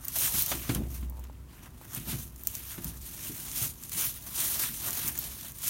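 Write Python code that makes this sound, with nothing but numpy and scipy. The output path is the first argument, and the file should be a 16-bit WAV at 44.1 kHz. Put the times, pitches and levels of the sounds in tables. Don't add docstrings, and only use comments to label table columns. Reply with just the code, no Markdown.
import sys
import numpy as np
from scipy import signal
from scipy.fft import rfft, irfft, next_fast_len
from scipy.io import wavfile
from scipy.ndimage import uniform_filter1d, map_coordinates

SR = 44100
rng = np.random.default_rng(int(sys.argv[2]) if len(sys.argv) > 2 else 0)


def transcribe(signal):
    frames = np.atleast_2d(signal).T
    limited = np.clip(frames, -1, 1)
    pcm = np.round(limited * 32767).astype(np.int16)
    wavfile.write(sys.argv[1], SR, pcm)


N = 250929

# (frequency [Hz], relative level [dB])
AIR_EQ = [(20, -45), (28, -19), (38, -1.5), (70, 0.5), (180, -12), (250, -12.5), (700, -31.5), (950, -24.5),
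          (2000, -32), (4800, -38.5), (16000, -35)]
RUMBLE_EQ = [(25, -12), (40, -2), (95, 0), (135, 4), (175, -4.5), (270, -3.5), (300, -11), (335, -5.5),
             (420, -22), (700, -19.5), (2000, -58)]
CRUSH_EQ = [(150, -35), (350, -2), (500, -8), (620, -1), (800, -3), (1050, 1), (2000, -2.5), (3000, -3.5),
            (5000, -10.5), (10000, -13)]
CRACKLE_EQ = [(500, -53), (1500, -16.5), (3200, -7), (4200, -8), (4900, -9), (6200, -2.5), (7000, -4),
              (7800, -7), (9300, 0.5), (10400, -4), (11800, 1), (15500, -2)]
# (time [s], level [dB])
WALL_SHOVES = [(0.0, -53), (0.29, -47), (0.52, -42), (0.75, -34), (0.98, -34), (2.06, -41), (2.44, -47),
               (2.85, -42.5), (5.06, -48.5)]
# (time [s], slip rate [1/s], peak level [dB])
JOINT_SLIPS = [(1.09, 76, -50), (1.12, 74, -45), (1.15, 110, -51), (1.19, 115, -43), (1.22, 130, -51)]
# (time [s], peak level [dB])
JOINT_TICKS = [(1.298, -39), (1.813, -40)]
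# (frequency [Hz], relative level [dB], t60 [s])
BOARD_MODES = [(111, -4, 0.16), (139.3, -3, 0.25), (164.3, -2.5, 0.2), (191.5, -2.5, 0.1),
               (227, -3.5, 0.22), (276.2, -1.5, 0.14), (335.7, -5, 0.18), (402, -7, 0.17),
               (485, -13.5, 0.21)]
# (time [s], thump peak [dB], relative scuff level [dB], padding cut-off [Hz])
PAW_LANDINGS = [(0.338, -33.5, -44, 262), (0.515, -36.5, -23.5, 600), (0.541, -31.5, -50, 600),
                (.691, -21, -26.5, 700), (.754, -22, -34.5, 700), (.793, -26, -53, 450),
                (1.025, -37.5, -47.5, 302), (1.972, -32, -46, 252), (2.070, -34.5, -54, 350),
                (2.126, -30.5, -40, 348), (2.778, -32.5, -40.5, 500), (2.850, -32.5, -50, 280),
                (3.296, -34, -49, 600), (3.614, -32.5, -51, 119), (3.660, -40.5, -55, 120),
                (3.951, -39, -62, 120), (4.061, -38, -53, 130), (4.69, -39.5, -55, 300),
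                (5.048, -33.5, -49, 280)]
# (time at full force [s], hold [s], relative crackle level [dB], relative crush level [dB])
PUSHES = [(0.067, 0.027, -44.5, -53), (0.195, 0.068, -28.5, -44.5), (0.35, 0.057, -27.5, -43),
          (0.483, 0.03, -30, -43), (0.571, 0.14, -40, -48.5), (0.764, 0.032, -49.5, -53.5),
          (0.91, 0.071, -47, -57), (1.175, 0.0027, -58, -69), (1.249, 0.0055, -75, -57.5),
          (1.576, 0.065, -57, -54.5), (1.818, 0.026, -54, -58.5), (1.968, 0.0039, -40.5, -49.5),
          (2.102, 0.023, -36, -44), (2.193, 0.038, -44.5, -69), (2.408, 0.12, -49.0, -63.5),
          (2.547, 0.044, -40.5, -53.5), (2.707, 0.043, -41, -52.5), (2.859, 0.033, -43, -57.5),
          (3.021, 0.12, -45.5, -60.5), (3.248, 0.037, -36, -49), (3.349, 0.18, -41, -55),
          (3.578, 0.072, -32, -49), (3.844, 0.006, -43.5, -60), (3.987, 0.075, -30, -46),
          (4.168, 0.141, -44.5, -55.5), (4.393, 0.061, -27, -44.5), (4.496, 0.15, -33, -46.5),
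          (4.72, 0.12, -41, -54.5), (4.869, 0.016, -33.0, -42), (4.98, 0.094, -31.5, -43.5),
          (5.173, 0.092, -38, -49), (5.318, 0.18, -44, -56.5), (5.675, 0.03, -29, -46.5)]
# (time [s], level [dB], t60 [s])
WAD_CRUNCHES = [(.157, -29.5, 0.32), (.748, -24, 0.036), (3.917, -32.5, 0.37), (4.595, -27, 0.44),
                (4.93, -27, 0.079), (5.43, -34, 0.11), (5.632, -32, 0.091)]
# (time [s], dry peak level [dB], lower resonances against the top one [dB])
STALK_SNAPS = [(.0476, -23, -1), (.0522, -17, -10), (.0832, -9.5, -0.5), (.1868, -9, -2), (.3927, -8, -10),
               (.4227, -6.5, -9), (.7494, -22, 2), (1.0109, -36, -10), (1.0986, -26.5, -8),
               (1.1952, -32, -3), (1.2408, -33.5, 1), (1.9336, -23, 2), (1.9488, -15.5, -3),
               (2.3610, -30, 2), (2.4358, -22, -7), (2.4719, -6, -3.5), (2.5522, -15.5, 3),
               (2.8451, -15, -3.5), (3.0166, -32, 12), (3.5156, -18.5, 9), (3.8365, -23, 7),
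               (4.9073, -14, 2), (5.0844, -10.5, -14), (5.1776, -16, 3), (5.1891, -10, -13)]


def amp(db):
    return 10 ** (np.asarray(db) / 20)


def unit_rms(x):
    return x / np.sqrt(np.mean(x ** 2) + 1e-20)


def curves(rows):
    times, *columns = np.transpose(rows)
    return [np.interp(np.arange(N) / SR, times, column) for column in columns]


def wobble(rate):
    return map_coordinates(rng.standard_normal(int(N * rate / SR) + 4), [np.arange(N) * rate / SR])


def filtered(x, response):
    size = next_fast_len(len(x) + SR // 2)
    return irfft(rfft(x, size) * response(np.fft.rfftfreq(size, 1 / SR)), size)[:len(x)]


def coloured(x, eq):
    knots_hz, db = np.transpose(eq)
    return unit_rms(filtered(x, lambda hz: amp(np.interp(np.log(hz + 1), np.log(knots_hz), db))))


def ring(t, hz, t60):
    return np.sin(2 * np.pi * hz * t) * amp(-60 * t / t60)


def add(track, s, sound):
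    part = track[max(0, round(s * SR)):][:len(sound)]
    part += sound[:len(part)]


def swells(events, rise_s, t60):
    t, power = np.arange(N) / SR, np.zeros(N)
    shape = (1 - np.exp(-t / rise_s)) * amp(-60 * t / t60)
    for s, db in events:
        add(power, s, (amp(db) * shape) ** 2)
    return np.sqrt(power)


def grains(per_s, spread_db):
    size = amp(spread_db * np.clip(rng.standard_normal(N), -2, 2)) * rng.choice([-1, 1], N)
    return unit_rms((rng.random(N) < per_s / SR) * size)


def bursts(per_s, spread_db, t60):
    chance = np.clip(per_s / SR, 1e-5, 1)
    hits = rng.random(N) < chance
    size = amp(spread_db * np.clip(rng.standard_normal(N), -2, 2))
    decay = amp(-60 / (t60 * SR))
    power = signal.lfilter([1], [1, -decay ** 2], hits / chance * size ** 2)
    return unit_rms(np.sqrt(power))


def outdoor_air():
    return amp(-51.5) * coloured(rng.standard_normal(N), AIR_EQ)


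def wall_boom():
    panel_hz = 62.5
    phase = 2 * np.pi * panel_hz * np.arange(N) / SR + 0.31 * wobble(9.8)
    swing = swells(WALL_SHOVES, rise_s=0.01, t60=1.73) * amp(0.54 * wobble(12))
    return unit_rms(np.sin(phase)) * swing


def floor_rumble(crush_db):
    rest_db, push_db, settle_db = -56, -5.5, -12
    soft_hz = 300
    landings = [(s, db + 20 * np.log10(min(padding_hz / soft_hz, 1)))
                for s, db, _, padding_hz in PAW_LANDINGS]
    settling = amp(settle_db) * swells(landings, rise_s=0.012, t60=0.76)
    load = np.sqrt(amp(rest_db) ** 2 + amp(crush_db + push_db) ** 2 + settling ** 2)
    return coloured(grains(per_s=400, spread_db=2), RUMBLE_EQ) * load


def joint_creak():
    out, t = np.zeros(N), np.arange(SR // 40) / SR
    rate, level_db = curves(JOINT_SLIPS)
    slip_count = np.floor(np.cumsum(rate * np.exp(0.15 * wobble(60))) / SR)
    slips = np.flatnonzero(np.diff(slip_count)) / SR
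    slips = slips[(slips > JOINT_SLIPS[0][0]) & (slips < JOINT_SLIPS[-1][0])]
    knock = (ring(t, 860, 0.012) + amp(4) * ring(t, 610, 0.0066)) * (1 - np.exp(-t / 0.0008))
    for s, db in [(s, level_db[int(s * SR)]) for s in slips] + list(JOINT_TICKS):
        add(out, s, amp(db) * knock / np.abs(knock).max())
    return out


def paw_thumps():
    out, t = np.zeros(N), np.arange(SR // 2) / SR
    hz, mode_db, t60 = np.transpose(BOARD_MODES)[:, :, None]
    thump_attack = 1 - np.exp(-t / 0.003)
    scuff_envelope = amp(-60 * t / 0.12) * (1 - np.exp(-t / 0.0011))
    for s, thump_db, scuff_db, padding_hz in PAW_LANDINGS:
        spot = rng.standard_normal(hz.shape)
        padding = (1 + (hz / padding_hz) ** 2) ** -1.5
        strength = amp(mode_db + 2.7 * spot) * np.sign(spot) * padding
        thump = np.sum(strength * ring(t, hz * (1 + 0.014 * spot), t60), axis=0) * thump_attack
        scuff = coloured(rng.standard_normal(len(t)), CRUSH_EQ) * scuff_envelope
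        add(out, s, amp(thump_db) * thump / np.abs(thump).max() + amp(scuff_db - 2.5) * scuff)
    return out


def digging_effort():
    attack_db_per_s, release_db_per_s = 175.5, 180.5
    t, power = np.arange(N) / SR, np.zeros((2, N))
    for s, hold, *levels in PUSHES:
        attack_db = -attack_db_per_s * np.maximum(s - t, 0)
        release_db = -release_db_per_s * np.maximum(t - s - hold, 0)
        power += np.outer(amp(levels), amp(attack_db + release_db)) ** 2
    uneven_db = 1.5 * wobble(25)
    return 10 * np.log10(power + 1e-12) + uneven_db


def colour_drift(x, depth_db):
    spectrum = signal.stft(x, nperseg=256)[2]
    drift = uniform_filter1d(rng.standard_normal(spectrum.shape), size=9, axis=0)
    drift = unit_rms(uniform_filter1d(drift, size=16, axis=1))
    return unit_rms(signal.istft(spectrum * amp(depth_db * drift), nperseg=256)[1][:N])


def straw_rustle(crackle_db, crush_db):
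    density = amp(0.6 * (crackle_db + 35))
    cracks = bursts(1800 * density, spread_db=2, t60=0.0012)
    slides = bursts(260 * density, spread_db=0.5, t60=0.093)
    rubbing = 0.54
    stir = unit_rms(np.sqrt((0.44 * cracks) ** 2 + (0.75 * slides) ** 2 + rubbing ** 2))
    wads, t = np.zeros(N), np.arange(SR // 3) / SR
    for s, db, t60 in WAD_CRUNCHES:
        add(wads, s, amp(db - 60 * t / t60))
    crackle = colour_drift(coloured(stir * rng.standard_normal(N), CRACKLE_EQ), depth_db=1.52)
    crush = colour_drift(coloured(stir * rng.standard_normal(N), CRUSH_EQ), depth_db=3)
    crackle_gain = np.hypot(amp(crackle_db + 0.94), wads)
    crush_gain = np.hypot(amp(crush_db + 0.4), amp(-15) * wads)
    return crackle * crackle_gain + crush * crush_gain


def hutch_reverb(x, wet_db, t60):
    t = np.arange(SR // 8) / SR
    out = x.copy()
    for start in range(0, N, len(t)):
        tail = rng.standard_normal(len(t)) * amp(-60 * t / t60)
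        wet = signal.fftconvolve(x[start:start + len(t)], tail / np.linalg.norm(tail))
        add(out, start / SR, amp(wet_db) * wet)
    return out


def stalk_snaps(crackle_db):
    out, t = np.zeros(N), np.arange(SR // 200) / SR
    attack = (1 - np.exp(-t / 0.000068)) ** 2
    stray_per_s, above_crackle_db, spread_db = 6.4, 15, 4
    moments = np.flatnonzero(rng.random(N) < stray_per_s / SR)
    stray_db = crackle_db + above_crackle_db + spread_db * rng.standard_normal(N)
    breaks = list(STALK_SNAPS) + [(i / SR, stray_db[i], 0) for i in moments]
    for s, db, body_db in breaks:
        top_tune, body_tune, wall_path = 1 + rng.uniform(-0.92, 1, 3) * [0.04, 0.08, 0.3]
        body = ring(t, 7200 * body_tune, 0.0007) + amp(-20.5) * ring(t, 3200 * body_tune, 0.0012)
        click = attack * (ring(t, 14200 * top_tune, 0.00095) + amp(body_db) * body)
        click *= amp(db) / np.abs(click).max()
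        add(out, s, click)
        add(out, s + 0.0018 * wall_path, amp(-12) * click)
    return hutch_reverb(out, wet_db=-3.5, t60=0.033)


def scene():
    crackle_db, crush_db = digging_effort()
    rustle = straw_rustle(crackle_db, crush_db)
    low_end = paw_thumps() + floor_rumble(crush_db) + wall_boom()
    return (rustle + low_end + outdoor_air() + joint_creak() + stalk_snaps(crackle_db))[None]


def record(dry):
    bass_hz, top_hz = 36, 16000

    def response(hz):
        low_cut = hz ** 4 / np.hypot(hz ** 4, bass_hz ** 4)
        high_cut = np.clip((top_hz - hz) / 200 + 0.5, 0, 1)
        return low_cut * high_cut
    return np.array([filtered(x, response) for x in dry])


dry = scene()
out = record(dry)
transcribe(out)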